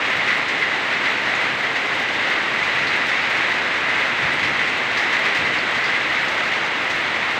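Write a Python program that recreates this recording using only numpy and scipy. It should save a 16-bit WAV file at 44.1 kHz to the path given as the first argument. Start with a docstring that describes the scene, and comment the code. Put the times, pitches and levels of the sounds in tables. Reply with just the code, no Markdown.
"""Steady rain drumming on a corrugated metal roof, heard from under its edge, facing a wet yard.
Countless small drops tap the sheet, which rings broadly near 2 kHz; fat drips land on it and spatter.
Behind them lies the wash of rain on ground and leaves, with fine splashes on the puddles,
a few plinks in standing water and a low rumble that swells into three soft booms."""
import sys
import numpy as np
from scipy import signal
from scipy.fft import rfft, irfft
from scipy.io import wavfile

SR = 44100
rng = np.random.default_rng(int(sys.argv[2]) if len(sys.argv) > 2 else 0)


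def dump_mix(stems):
    """Bounce the given channels to the path in sys.argv[1] as a 16-bit WAV at rate SR."""
    frames = np.atleast_2d(stems).T  # one column per channel
    limited = np.clip(frames, -1, 1)  # hard clip at full scale
    pcm = np.round(limited * 32767).astype(np.int16)
    wavfile.write(sys.argv[1], SR, pcm)


N = 325899
TIME = np.arange(N) / SR
BIN_HZ = np.fft.rfftfreq(N, 1 / SR)


# small-drop impact spectrum: f/Hz, level/dB
IMPACT_SPECTRUM = [(100, -28.5), (400, -10), (1350, 2.5), (2700, -.5), (4000, -5), (5300, -14.5),
                   (6500, -17), (8400, -26.5), (9700, -39), (12200, -51), (13700, -42), (16000, -46.5)]
# drop classes: rate/(1/s), size spread/dB, ring/dB, impact/dB, sheet t60/s
DROP_CLASSES = [(6996, 1.4, -25, -30, 0.12), (495, 2.9, -29.5, -37.5, 0.21)]

def roof(rain_db, panels=20):
    """Drops strike several panels; each gives a short tap and that panel's longer shiver."""
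    ring, impact = np.zeros((2, N))
    for per_s, spread_db, ring_db, impact_db, t60_s in DROP_CLASSES:
        rings, taps = np.zeros((2, N))
        for _ in range(panels):
            drops = patter(per_s / panels, spread_db)
            rings += signal.oaconvolve(drops, shiver(t60_s, rise_s=0.00036))[:N]
            taps += signal.oaconvolve(drops, shiver(t60_s=0.038, rise_s=0.00042))[:N]
        ring += from_db(ring_db) * unit(rings)
        impact += from_db(impact_db) * unit(taps)
    return (colour(ring, sheet_gain()) * from_db(1.16 * rain_db)
            + colour(impact, spectrum(IMPACT_SPECTRUM)) * from_db(0.62 * rain_db))


# roof sheet resonances: f/Hz, width/Hz, level/dB
SHEET_MODES = [(1995, 165, 1.5), (2150, 110, -4), (1800, 415, -3.5), (2440, 430, -10.3), (3660, 660, -18)]

def sheet_gain(damping_hz=4000):
    """Broad resonances of the corrugated metal, damped by the film of water."""
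    hz = BIN_HZ + 1
    power = 0
    for mode_hz, width_hz, db in SHEET_MODES:
        detuning = (hz ** 2 - mode_hz ** 2) / (hz * width_hz)
        power += from_db(db) ** 2 / (1 + detuning ** 2)
    return np.sqrt(power / (1 + (hz / damping_hz) ** 10))


# fattest drips on the roof: t/s, ring/dB, spray/dB
FAT_DRIPS = [(0.274, -16, -33.5), (0.303, -18, -40), (0.482, -22, -36), (0.622, -20, -49),
             (1.055, -19, -40), (1.755, -20, -34.5), (2.128, -27, -36.5), (2.628, -24, -36),
             (3.085, -26, -36), (3.203, -24, -38), (3.365, -29, -38), (4.222, -24, -37), (4.428, -19, -35),
             (4.672, -26, -38), (4.970, -19, -30.5), (5.125, -18, -32.5), (5.251, -17.5, -33),
             (5.345, -27, -33), (5.746, -25, -35), (6.095, -25, -47), (6.16, -23, -45), (6.28, -33, -34),
             (6.515, -20.5, -37), (6.9, -20, -32.5)]
# drip spray spectrum: f/Hz, level/dB
SPRAY_SPECTRUM = [(300, -25), (2000, 3.5), (4300, 11), (5400, 6.5), (6400, 3), (8400, -7.5), (9800, -17.5),
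                  (12200, -26), (13800, -17), (16000, -18)]

def drips(lesser_per_s=7, lesser_ring_db=-26, lesser_spray_db=-41):
    """Each drip rings the sheet and bursts into grainy spray; lesser ones fall at random."""
    ring, spray = np.zeros((2, N))
    lesser_times_s = np.flatnonzero(rng.random(N) < lesser_per_s / SR) / SR
    lesser = [(start_s, lesser_ring_db, lesser_spray_db) for start_s in lesser_times_s]
    for start_s, ring_db, spray_db in list(FAT_DRIPS) + lesser:
        add(ring, start_s, from_db(ring_db) * shiver(t60_s=0.25, rise_s=0.0013))
        add(spray, start_s, from_db(spray_db) * shiver(t60_s=0.28, rise_s=0.0012))
    droplets = unit(patter(per_s=17000, spread_db=1.5))
    return colour(ring, sheet_gain()) + colour(spray * droplets, spectrum(SPRAY_SPECTRUM))


# spectrum of rain on ground and leaves: f/Hz, level/dB
WASH_SPECTRUM = [(60, -45), (190, -13.5), (220, -3.5), (600, -1.5), (1200, -0.5), (2800, -3.5),
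                 (4000, -16.5), (5200, -26), (8300, -36.5), (9700, -48.5), (12200, -55), (13600, -44.5),
                 (16000, -50)]

def yard(rain_db):
    """Far drops on ground and leaves merge into a soft, slightly restless wash."""
    far_drops = unit(patter(per_s=12000, spread_db=2.0)) * from_db(0.16 * wander(per_s=8))
    return colour(far_drops, spectrum(WASH_SPECTRUM)) * from_db(-25.5 + 0.15 * rain_db)


# spectrum of a slap on wet paving: f/Hz, level/dB
SLAP_SPECTRUM = [(500, -17), (3500, 9.5), (6500, -7), (8400, -6), (9800, -20.5), (12200, -19),
                 (14000, -15), (16000, -17)]

def puddles(rain_db, bubble_sizes=16):
    """Near drops slap the wet paving: a brief splash, with a small bubble that rises in pitch."""
    t = np.arange(SR // 3) / SR
    splashes = np.zeros(N)
    for hz in np.geomspace(3200, 8800, bubble_sizes):
        bubble = np.sin(2 * np.pi * hz * t * (1 + 4 * t)) * np.exp(-t * hz / 24)
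        splash = unit(shiver(t60_s=0.07, rise_s=0.00056)) + from_db(-10) * unit(bubble)
        splashes += signal.oaconvolve(patter(per_s=7.4, spread_db=4.5), splash)[:N]
    return unit(colour(splashes, spectrum(SLAP_SPECTRUM))) * from_db(-47 + 1.1 * rain_db)


# drips into standing water: t/s, f/Hz, level/dB
WATER_PLINKS = [(0.482, 6400, -45), (1.347, 6500, -45), (2.868, 4300, -32), (2.925, 3800, -34),
                (4.33, 8050, -52), (5.583, 4430, -34), (5.838, 4630, -35)]

def plinks():
    """A drip into standing water gives a short, bright splash around one pitch."""
    out = np.zeros(N)
    for start_s, hz, db in WATER_PLINKS:
        b, a = signal.iirpeak(hz, Q=4.5, fs=SR)
        burst = shiver(t60_s=0.17, rise_s=0.0017)
        splash = signal.lfilter(b, a, signal.lfilter(b, a, burst))
        add(out, start_s, from_db(db) * splash / np.std(splash[:SR // 50]))
    return out


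# rumble spectrum: f/Hz, level/dB
RUMBLE_SPECTRUM = [(15, -40), (35, -30), (48, -23), (70, -7.5), (110, -3.5), (145, 0), (185, -4),
                   (320, -7.5), (900, -36.5), (4000, -75)]
# low booms: t/s, level/dB, t60/s
LOW_BOOMS = [(4.21, -30, 0.67), (4.41, -35, 1.6), (5.36, -36.5, 2.1)]

def rumble(floor_db=-43, boom_rise_s=0.028):
    """A dull, wavering rumble; each boom rises quickly and fades slowly."""
    power = from_db(floor_db + 0.5 * wander(per_s=2.2)) ** 2
    for start_s, db, t60_s in LOW_BOOMS:
        age_s = np.maximum(TIME - start_s, 0)
        attack = np.minimum(age_s / boom_rise_s, 1)
        power += (attack * from_db(db - 60 * age_s / t60_s)) ** 2
    return np.sqrt(power) * colour(rng.standard_normal(N), spectrum(RUMBLE_SPECTRUM))


# rain strength about its mean: t/s, level/dB
RAIN_SURGES = [(0.0, -0.2), (0.3, 0), (0.57, -1.4), (1.07, 1.8), (1.22, -1), (1.42, 1), (1.62, -1.3),
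               (2.1, -0.7), (2.32, 1.8), (2.5, -0.5), (2.95, 1.5), (3.7, 0), (4.03, 1.6), (4.3, -0.4),
               (5.3, 0.5), (6.5, 0), (6.8, -1.5), (7.39, -0.6)]

def rainfall(flutter_db=0.49):
    """Strength of the rain in dB: slow surges with a quicker random flutter on top."""
    return np.interp(TIME, *np.transpose(RAIN_SURGES)) + flutter_db * wander(per_s=5)


def patter(per_s, spread_db):
    """Clicks at random moments: many small, a few large."""
    size = from_db(spread_db * np.minimum(rng.exponential(1, N), 4))
    return size * rng.choice([-1, 1], N) * (rng.random(N) < per_s / SR)


def shiver(t60_s, rise_s):
    """Dying noise burst: a splash, or an impact's dense echoes from the sheet's ribs and edges."""
    t = np.arange(SR // 3) / SR
    return rng.standard_normal(len(t)) * (1 - np.exp(-t / rise_s)) * from_db(-60 * t / t60_s)


def wander(per_s):
    """Slow random motion of rms 1, up to about the given rate."""
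    lowpass = np.exp(-(BIN_HZ / per_s) ** 2)
    return unit(irfft(rfft(rng.standard_normal(N)) * lowpass, N))


def spectrum(points):
    """Gain per frequency bin from (f/Hz, level/dB) points."""
    hz, db = np.transpose(points)
    return from_db(np.interp(np.log(BIN_HZ + 1), np.log(hz), db))


def colour(x, gain):
    """Minimum-phase filter shaped by the gains; keeps the level of white noise."""
    log_gain = np.log(np.maximum(unit(gain), 1e-5))
    cepstrum = irfft(log_gain, N)
    cepstrum[1:N // 2] *= 2
    cepstrum[N // 2:] = 0
    taps = irfft(np.exp(rfft(cepstrum)), N)[:SR // 10]
    return signal.oaconvolve(x, taps)[:N]


def add(mix, start_s, sound):
    """Mixes a sound in at start_s."""
    part = mix[max(round(start_s * SR), 0):][:len(sound)]
    part += sound[:len(part)]


def from_db(db):
    """Decibels to gain."""
    return 10 ** (np.asarray(db) / 20)


def unit(x):
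    """Scales to rms 1."""
    return x / np.sqrt(np.mean(x ** 2) + 1e-20)


def scene():
    """Roof overhead, yard in front, under one shower; mono."""
    rain_db = rainfall()
    return (roof(rain_db) + yard(rain_db) + puddles(rain_db) + rumble() + plinks() + drips())[None]


def record(dry):
    """Steep low-pass at 15.75 kHz."""
    taps = signal.firwin(511, 15750, window=("kaiser", 9), fs=SR)
    return signal.oaconvolve(dry, taps[None], "same")


dry = scene()
out = record(dry)
dump_mix(out)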